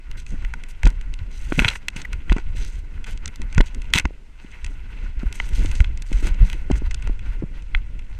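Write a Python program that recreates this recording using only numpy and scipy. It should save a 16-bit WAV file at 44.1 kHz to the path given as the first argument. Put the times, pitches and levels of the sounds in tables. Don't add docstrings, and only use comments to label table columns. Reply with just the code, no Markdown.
import sys
import numpy as np
from scipy import signal
from scipy.fft import rfft, irfft
from scipy.io import wavfile
from scipy.ndimage import uniform_filter1d

SR = 44100
rng = np.random.default_rng(int(sys.argv[2]) if len(sys.argv) > 2 else 0)


def master_out(mix):
    frames = np.transpose(np.atleast_2d(mix))
    ceiling = np.clip(frames, -1, 1)
    pcm = np.round(ceiling * 32767).astype(np.int16)
    wavfile.write(sys.argv[1], SR, pcm)


N = 361179

# f/Hz, relative level/dB
HISS_SPECTRUM = [(500, 9), (8000, -3), (16000, -25.5)]
RUMBLE_SPECTRUM = [(5, -6.5), (15, -1), (27, 1.5), (45, -7.5), (65, -14), (100, -23), (180, -40),
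                   (500, -81.5), (2000, -100)]
SCUFF_SPECTRUM = [(40, -24), (110, -1.5), (200, -4), (320, -10), (500, -16.5), (900, -37.5), (3000, -65.5)]
# f/Hz, relative level/dB
RUSTLE_SPECTRUM = [(150, -14.5), (450, 3), (750, 0.5), (1600, -2), (2800, 2.5), (3700, -11.5), (5000, -22),
                   (9000, -29.5), (16000, -32.5)]
RASP_SPECTRUM = [(600, -15.5), (1500, 3), (3000, 12.5), (4200, 0), (6500, -4.5), (8500, -7), (10000, -11),
                 (14500, -14.5), (16000, -33.5)]
SNAP_SPECTRUM = [(500, -16.5), (2500, 3.5), (4500, 3.5), (7000, 1), (10000, -9.5), (13000, -13),
                 (16000, -21.5)]
KNOCK_SPECTRUM = [(100, -0.5), (350, 14.5), (800, -3.5), (1600, -5.5), (2600, 4.5), (3300, 2.5),
                  (5000, -11.5), (8000, -24), (16000, -50)]
# f/Hz, bandwidth/Hz, full lift/dB
CASE_MODES = [(933, 245, 11), (1468, 270, 13), (2054, 450, 11), (2606, 194, 5.5), (3374, 230, 2.5),
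              (4036, 260, 6.5), (4730, 490, 4.5), (6165, 1000, 8.5), (7710, 260, 6.5), (8560, 1200, 5)]
# t/s, relative rumble level/dB, relative rustle level/dB
RUNNING_PACE = [(0.0, -41, -62), (.5, -32.5, -56), (1.15, -40.5, -60.5), (1.55, -27.5, -50.5),
                (1.82, -39.5, -56), (2.55, -33.5, -56.5), (2.87, -35.5, -57), (3.35, -45, -56),
                (3.9, -32, -54), (4.23, -43.5, -66), (4.5, -43.5, -54.5), (4.78, -36, -56),
                (5.35, -35, -54.5), (5.72, -23, -48), (6.05, -33, -58), (6.4, -25.5, -48),
                (6.66, -29.5, -54), (8.19, -37.5, -61.5)]
# t/s at full load, relative shake level/dB, relative crunch level/dB
PAW_LANDINGS = [(.12, -30, -55), (.34, -26.5, -54.5), (.45, -37, -51), (.86, -34, -42.5), (.98, -27, -55.5),
                (1.1, -26.5, -57), (1.219, -29.5, -55), (1.44, -33, -54), (1.981, -37.5, -45.5),
                (2.142, -27.5, -50), (2.312, -28, -44), (2.48, -23.5, -64), (2.61, -24.5, -49.5),
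                (2.77, -32, -92), (2.98, -28.5, -53.5), (3.13, -27.5, -53.5), (3.25, -31, -50),
                (3.432, -25.5, -52.5), (3.58, -26, -46), (3.782, -27, -57), (4.55, -54, -49),
                (4.669, -28, -53.5), (4.92, -46, -50), (5.04, -27, -50.5), (5.23, -34, -48),
                (5.43, -28, -69), (5.61, -26, -47.5), (5.91, -27, -55), (6.15, -22, -47), (6.3, -35, -62),
                (6.53, -37, -46.5), (6.74, -27, -46), (6.87, -22.5, -53), (7.07, -22.5, -50.5),
                (7.272, -31, -47.5), (7.37, -29, -54), (7.56, -34.5, -55), (7.759, -25.5, -51.5),
                (7.97, -29.5, -75), (8.12, -33.5, -56)]
# t/s, peak level/dB, f/Hz, decay time/s
HARNESS_PATS = [(0.318, -33.5, 190.4, 0.028), (.34, -29.5, 269, 0.007), (.849, -16, 141, 0.017),
                (0.866, -11.5, 220, 0.0014), (1.522, -11, 294, 0.0022), (1.586, -11, 240, 0.0073),
                (1.62, -12, 208, 0.00097), (1.962, -23.5, 162, 0.0029), (2.319, -8, 176, 0.002),
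                (2.364, -13.5, 210, 0.0019), (3.604, -6.5, 240, 0.0016), (3.957, -13.5, 184, 0.0057),
                (4.054, -11.5, 203, 0.00095), (4.107, -30.5, 374, 0.00092), (4.446, -31, 224, 0.0024),
                (5.232, -19.5, 219, 0.0035), (5.647, -20, 290, 0.0053), (6.117, -19, 253, 0.0023),
                (6.226, -24.5, 293, 0.0038), (6.251, -22, 322, 0.0021), (6.426, -25.5, 182, 0.032),
                (6.701, -11.5, 326, 0.0025), (6.711, -6.5, 200, 0.0014), (6.82, -21, 266, 0.0018),
                (7.095, -23.5, 256, 0.0026), (7.423, -19, 310, 0.0037), (7.435, -16.5, 156, 0.0042)]
# t/s, envelope peak level/dB, f/Hz, swell time/s
MOUNT_JOLTS = [(.436, -11.5, 26.8, 0.018), (.836, -4.5, 45.5, 0.015), (.859, -4.5, 35.8, 0.015),
               (1.577, -13, 165, 0.006), (1.6, -9.5, 36, 0.013), (1.651, -10.5, 101, 0.004),
               (2.298, -6, 36.5, 0.016), (3.56, -9.5, 48.4, 0.0095), (3.578, -4.5, 126, 0.0037),
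               (3.584, -1, 28.3, 0.014), (3.954, -6, 46.3, 0.0016), (4.044, -10.5, 49.6, 0.01),
               (5.169, -14.5, 33.8, 0.012), (5.255, -11, 42, 0.012), (5.524, -10, 35.5, 0.013),
               (5.579, -8, 33.7, 0.011), (5.626, -12, 36.6, 0.0095), (5.802, -0.5, 47, 0.0066),
               (5.867, -12, 29.6, 0.0082), (6.141, -7, 35, 0.017), (6.236, -8, 31, 0.01),
               (6.309, -10, 35, 0.0093), (6.402, -2, 37.8, 0.018), (6.419, -10, 89.5, 0.0066),
               (6.726, -6, 42.6, 0.013), (7.066, -16, 30.5, 0.027), (7.274, -11.5, 31.7, 0.018),
               (7.748, -11, 36.5, .015)]
# t/s, duration/s, relative level/dB at catch, at release
LEAF_CRUSHES = [(1.58, 0.15, -35, -34.5), (1.715, 0.038, -42, -54), (3.06, 0.058, -40.5, -50),
                (3.94, 0.081, -24.5, -38), (6.225, 0.099, -43, -43), (6.385, 0.06, -50, -47)]
# t/s, duration/s, relative level/dB at catch, at release, leaf f/Hz
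LEAF_SWIPES = [(.168, 0.046, -53, -43.5, 5970), (.267, 0.2, -56.5, -74, 6370),
               (.682, 0.046, -51, -51, 7240), (1.302, 0.29, -57, -46.5, 6250),
               (1.575, 0.21, -41.5, -50.5, 6300), (1.96, 0.075, -45, -53.5, 6400),
               (2.552, 0.13, -46, -54, 5800), (2.67, .14, -51.5, -60.5, 6520),
               (3.06, 0.085, -50.5, -50, 7230), (3.655, 0.049, -44.5, -61, 7050),
               (3.94, 0.063, -28, -38, 6200), (4.41, .35, -69, -63.5, 6150), (5.335, 0.24, -51, -54, 6200),
               (5.545, 0.29, -46.5, -53.5, 6630), (6.05, 0.175, -58.5, -47, 6330),
               (6.221, 0.078, -44, -43, 6670), (6.444, 0.154, -49, -62, 6160),
               (6.75, 0.047, -46, -57, 6540)]
# multiple of the leaf frequency, bandwidth/Hz, gain/dB
LEAF_RESONANCES = [(.66, 450, -2), (1, 598, 1.5), (1.34, 698, -2.5)]
# t/s, peak level/dB, f/Hz
STALK_SQUEAK = (2.046, -24.5, 1990)
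# t/s, relative knock level/dB, relative snap level/dB, crumpling time/s, stalk f/Hz, snap cutoff f/Hz
STALK_STRIKES = [(.114, -42, -47.5, 0.0017, 2840, 15000), (.265, -44, -49, 0.0019, 2860, 9700),
                 (.449, -36, -50, 0.00081, 2010, 15000), (.538, -31, -45.5, 0.0022, 1460, 12100),
                 (.637, -42, -47.5, 0.0023, 2600, 11400), (.8327, -28.5, -39, 0.002, 1620, 12500),
                 (.855, -34, -36.5, 0.0024, 4520, 8400), (.8673, -26.5, -56, .0034, 1000, 11000),
                 (.873, -41, -36, 0.0018, 4500, 11400), (.903, -62, -47.5, 0.0024, 3200, 12500),
                 (1.012, -44.5, -51, .0024, 2330, 11500), (1.1395, -40.5, -45.5, 0.00043, 3360, 11000),
                 (1.19, -47, -59, 0.0027, 3730, 8000), (1.523, -26.5, -63, 0.00069, 1260, 9000),
                 (1.5924, -14, -35, 0.00076, 2290, 14000), (1.599, -23, -31, .002, 1660, 14000),
                 (1.6215, -30, -45, 0.0015, 2300, 11000), (1.647, -15.5, -38.5, 0.0011, 2260, 9100),
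                 (1.654, -25, -47, 0.0021, 2080, 10000), (1.6813, -18, -35, 0.004, 3870, 13000),
                 (1.6852, -18, -30, 0.0031, 3780, 10860), (1.701, -32, -41, .0025, 3430, 11030),
                 (1.755, -31.5, -42.5, 0.0057, 1710, 10000), (1.884, -23, -30.5, 0.002, 2800, 13500),
                 (1.9624, -34.5, -39.5, .0085, 2700, 10000), (2.0165, -40, -40.5, 0.0048, 4500, 8950),
                 (2.1304, -34.5, -41, 0.0044, 1790, 12000), (2.297, -28.5, -51, 0.0015, 2150, 9000),
                 (2.321, -25.5, -51, 0.0011, 895, 9000), (2.3266, -33.5, -40.5, 0.0014, 3820, 12200),
                 (2.365, -34.5, -51, 0.0091, 1010, 9000), (2.383, -31.5, -49.5, 0.0024, 920, 9000),
                 (2.649, -62, -43.5, 0.0021, 3500, 12500), (3.0426, -40.5, -46.5, 0.0048, 2900, 11000),
                 (3.176, -48, -49.5, .0009, 3500, 9000), (3.258, -69, -32, 0.0018, 4500, 8300),
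                 (3.278, -39, -37.5, 0.0019, 3620, 10600), (3.359, -50.5, -45, 0.0018, 4000, 13100),
                 (3.418, -39.5, -43, 0.0015, 2420, 9900), (3.527, -43, -47, 0.0018, 2500, 9700),
                 (3.548, -41.5, -43, .0009, 2400, 10100), (3.580, -21.5, -33.5, 0.0025, 1360, 7950),
                 (3.606, -21, -58, 0.0028, 1290, 9000), (3.610, -28.5, -38, 0.00091, 4560, 10900),
                 (3.747, -49, -44, .0023, 3800, 11100), (3.818, -44.5, -48, 0.0043, 2860, 11100),
                 (3.937, -12.5, -21, 0.0015, 3300, 12200), (3.953, -25.5, -30.5, .0037, 2600, 10000),
                 (3.959, -18.5, -29, 0.0018, 3300, 15000), (3.974, -23, -35, 0.004, 2700, 9000),
                 (3.9788, -19, -31, 0.004, 3230, 8500), (3.9853, -18.5, -22.5, 0.0021, 2280, 15000),
                 (3.997, -25, -29.5, .0028, 2400, 10100), (4.054, -24, -41, 0.0014, 1120, 7000),
                 (4.645, -37.5, -39, 0.0034, 2670, 10600), (4.664, -43.5, -46, 0.0012, 2920, 9500),
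                 (5.327, -42, -39.5, 0.0015, 2860, 12100), (5.401, -22.5, -50, 0.0008, 1830, 8000),
                 (5.659, -37.5, -40, 0.003, 3780, 9900), (5.7145, -39.5, -41, 0.0037, 2590, 11500),
                 (5.752, -40, -40.5, .008, 4550, 11000), (5.8043, -26.5, -42.5, 0.00099, 1870, 10000),
                 (5.845, -33, -53, 0.0012, 2970, 8000), (5.974, -49.5, -46, 0.0029, 2600, 8600),
                 (6.022, -46.5, -41, 0.0029, 4450, 11800), (6.128, -36.5, -41, 0.0061, 2380, 11000),
                 (6.27, -34.5, -36.5, 0.0038, 1070, 10800), (6.5, -35.5, -43, 0.0006, 2900, 15200),
                 (6.53, -36, -41.5, .002, 2880, 14000), (6.715, -36, -40, 0.0032, 2880, 9400),
                 (6.91, -35.5, -41, 0.0068, 1990, 8500), (6.945, -39, -36, 0.002, 4480, 9700),
                 (7.024, -41, -49, 0.0039, 2400, 10000), (7.074, -37, -47, .0012, 1010, 9000),
                 (7.193, -45, -56, .0022, 2410, 10000), (7.749, -20, -57, 0.00066, 2250, 7050),
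                 (7.9915, -46, -55.5, 0.0041, 2700, 11000)]

LEAD_S = .002


def amp(db):
    return 10 ** (np.asarray(db) / 20)


def unit(x):
    return x / np.sqrt(np.mean(x ** 2) + 1e-20)


def add(mix, s, sound):
    part = mix[max(round(s * SR), 0):][:len(sound)]
    part += sound[:len(part)]


def spectrum_db(points, hz):
    f, db = np.transpose(points)
    return np.interp(np.log(hz + 1), np.log(f + 1), db)


def noise(points):
    hz = np.fft.rfftfreq(N, 1 / SR)
    return unit(irfft(rfft(rng.standard_normal(N)) * amp(spectrum_db(points, hz)), N))


def wander(rate_hz):
    return unit(np.interp(np.arange(N) * rate_hz / SR, np.arange(N), rng.standard_normal(N)))


def resonate(x, hz, width_hz):
    phasor = np.exp(2j * np.pi * np.cumsum(hz) / SR)
    pole = np.exp(-np.pi * width_hz / SR)
    return 2 * (phasor * signal.lfilter([1 - pole], [1, -pole], x / phasor)).real


def case_response(points, depth, peak_hz, peak_db, size=2048):
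    hz = abs(np.fft.fftfreq(size, 1 / SR))
    lift_db = sum(db / (1 + (2 * (hz - f) / width) ** 2) for f, width, db in CASE_MODES)
    peak = np.exp(-2 * np.log2((hz + 1) / peak_hz) ** 2)
    log_gain = np.log(amp(spectrum_db(points, hz) + depth * lift_db + peak_db * peak))
    response = np.fft.ifft(np.exp(np.conj(signal.hilbert(log_gain)))).real[:size // 2]
    return response / np.linalg.norm(response)


def microphone_hiss():
    return amp(-64.5) * noise(HISS_SPECTRUM)


def gait(column, rise_s, fall_s):
    pace = np.array(RUNNING_PACE)
    pace_gain = amp(np.interp(np.arange(N) / SR, pace[:, 0], pace[:, column]))
    t = np.arange(int(.6 * SR)) / SR - .15
    swell = np.where(t < 0, np.exp(-(t / rise_s) ** 2), np.exp(-abs(t) / fall_s))
    power = np.zeros(N + SR)
    for row in PAW_LANDINGS:
        add(power, 1 + row[0] + t[0], (amp(row[column]) * swell) ** 2)
    return np.sqrt(pace_gain ** 2 + power[SR:])


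def mount_rumble(shake, brush):
    sway = noise(RUMBLE_SPECTRUM)
    sway = unit(sway / np.sqrt(uniform_filter1d(sway ** 2, size=2000) + 0.01))
    scuff = unit(noise(SCUFF_SPECTRUM) * amp(3.9 * wander(45)))
    effort = np.sqrt(shake * brush)
    return amp(4.5) * sway * shake + amp(-6) * scuff * effort


def harness_pats():
    t, out = np.arange(SR // 10) / SR, np.zeros(N)
    for s, db, hz, decay in HARNESS_PATS:
        scrape = unit(signal.lfilter(*signal.butter(2, 2 * hz, fs=SR), rng.standard_normal(len(t))))
        envelope = (1 - np.exp(-t / 0.0011)) * np.exp(-t / decay)
        pat = envelope * (np.sin(2 * np.pi * hz * t) + 0.19 * scrape)
        add(out, s, amp(db) * pat / abs(pat).max())
    return out


def mount_jolts():
    t, out = np.arange(SR // 4) / SR, np.zeros(N)
    for s, db, hz, swell in MOUNT_JOLTS:
        envelope = (t / swell * np.exp(1 - t / swell)) ** 1.73
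        add(out, s, amp(db) * envelope * np.sin(2 * np.pi * hz * t))
    return out


def crunch(points, per_s, spread_db, sliding, clump_db=4.0, sizes=6):
    out = np.zeros(N)
    for hz in np.geomspace(1500, 11000, sizes):
        at = np.flatnonzero(rng.random(N) < per_s / sizes / SR)
        clicks = np.zeros(N)
        clicks[at] = amp(spread_db * np.minimum(rng.exponential(1, N)[at], 4))
        force = (unit(clicks) + sliding * rng.standard_normal(N)) * amp(clump_db * wander(45))
        out += signal.oaconvolve(force, case_response(points, depth=1, peak_hz=hz, peak_db=15))[:N]
    return unit(out)


def leaf_pressure(strokes):
    pressure = np.zeros(N)
    for s, length, catch_db, release_db, *_ in strokes:
        t = np.arange(int((length + .1) * SR)) / SR
        catch = np.minimum(t / .008, 1)
        slide = amp(np.interp(t, [0, length], [catch_db, release_db]))
        release = np.exp(-np.maximum(t - length + 0.015, 0) / 0.0092)
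        add(pressure, s, catch * slide * release)
    return pressure


def rustle(brush):
    return amp(2.0) * crunch(RUSTLE_SPECTRUM, per_s=1200, spread_db=4.5, sliding=1.6) * brush


def leaf_swipes(sag=.07, waver=.03, splits_per_s=450):
    rasp = crunch(RASP_SPECTRUM, per_s=2600, spread_db=4.2, sliding=0.76)
    t, pitch = np.arange(N) / SR, np.full(N, float(LEAF_SWIPES[0][4]))
    for s, length, _, _, hz in LEAF_SWIPES:
        progress = np.clip((t - s) / length, 0, 1)
        pitch = np.where(t < s, pitch, hz * (1 + sag * (.5 - progress)))
    pitch *= 1 + waver * wander(16)
    whistle = sum(amp(db) * resonate(rasp, ratio * pitch, width) for ratio, width, db in LEAF_RESONANCES)
    splits = rng.standard_normal(N) * (rng.random(N) < splits_per_s / SR)
    response = case_response(SNAP_SPECTRUM, depth=.5, peak_hz=9000, peak_db=9)
    crackle = unit(signal.oaconvolve(splits, response)[:N])
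    return amp(2.5) * (unit(rasp + whistle) + amp(-8.5) * crackle) * leaf_pressure(LEAF_SWIPES)


def stalk_squeak():
    s, db, hz = STALK_SQUEAK
    progress, out = np.linspace(0, 1, int(.014 * SR)), np.zeros(N)
    pitch = hz * (1 + .06 * (.5 - progress) + .35 * rng.standard_normal(len(progress)))
    cycles = np.cumsum(pitch) / SR
    add(out, s, amp(db) * np.sin(np.pi * progress) ** 2 * np.sin(2 * np.pi * cycles))
    return out


def twig_flicks(per_s=2.5, over_rustle_db=0.5, spread_db=2, decay_s=0.0034):
    pace_s, _, rustle_db = np.transpose(RUNNING_PACE)
    times = np.flatnonzero(rng.random(N) < per_s / SR) / SR
    strength, pitch = 2 * rng.random((2, N))[:, :len(times)] - 1
    knock_db = np.interp(times, pace_s, rustle_db) + over_rustle_db + spread_db * strength
    return [(s, db, db - 2.5, decay_s, 3500 * ratio, 9600 * ratio)
            for s, db, ratio in zip(times, knock_db, 2 ** (.5 * pitch))]


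def crumple(decay, response, grit, size=2600):
    t = np.arange(size) / SR - LEAD_S
    fractures = unit(rng.standard_normal(size) * np.exp(grit * rng.standard_normal(size)))
    rise = np.exp(np.minimum(t, 0) / 0.00049)
    fall = np.exp(-(np.maximum(t, 0) / max(decay, .0005)) ** 1.2)
    force = rfft(fractures * rise * fall)
    force /= np.sqrt(uniform_filter1d(abs(force) ** 2, size=70))
    sound = signal.fftconvolve(irfft(force, size)[:size * 3 // 4], response)
    return sound / np.linalg.norm(sound) * np.sqrt(SR / 100)


def stalk_strikes(stalks):
    out = np.zeros(N)
    for s, knock_db, snap_db, decay, hz, top_hz in stalks:
        band = [0.31 * hz, min(2100 + 0.73 * hz, 9000)]
        knock = case_response(KNOCK_SPECTRUM, depth=1.0, peak_hz=hz, peak_db=8.5)
        knock = signal.sosfilt(signal.butter(4, band, "bandpass", fs=SR, output="sos"), knock)
        snap = case_response(SNAP_SPECTRUM, depth=0.8, peak_hz=0.97 * top_hz, peak_db=7)
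        snap = signal.sosfilt(signal.butter(8, min(top_hz, 18000), fs=SR, output="sos"), snap)
        add(out, s - LEAD_S, amp(knock_db) * crumple(decay, knock, grit=0.31))
        add(out, s - LEAD_S, amp(snap_db) * crumple(0.7 * decay, snap, grit=0.89))
    return amp(-0.15) * out


def scene():
    shake = gait(1, rise_s=0.045, fall_s=0.081)
    brush = gait(2, rise_s=0.04, fall_s=0.061) + leaf_pressure(LEAF_CRUSHES)
    hiss = microphone_hiss()
    running = mount_jolts() + harness_pats() + mount_rumble(shake, brush) + rustle(brush)
    corn = leaf_swipes() + stalk_squeak() + stalk_strikes(STALK_STRIKES + twig_flicks())
    return (hiss + running + corn)[None]


def record(dry):
    lowpass = signal.firwin(255, 15650, window=("kaiser", 9), fs=SR)
    return signal.oaconvolve(np.clip(dry, -1, 1), lowpass[None], "same")


dry = scene()
out = record(dry)
master_out(out)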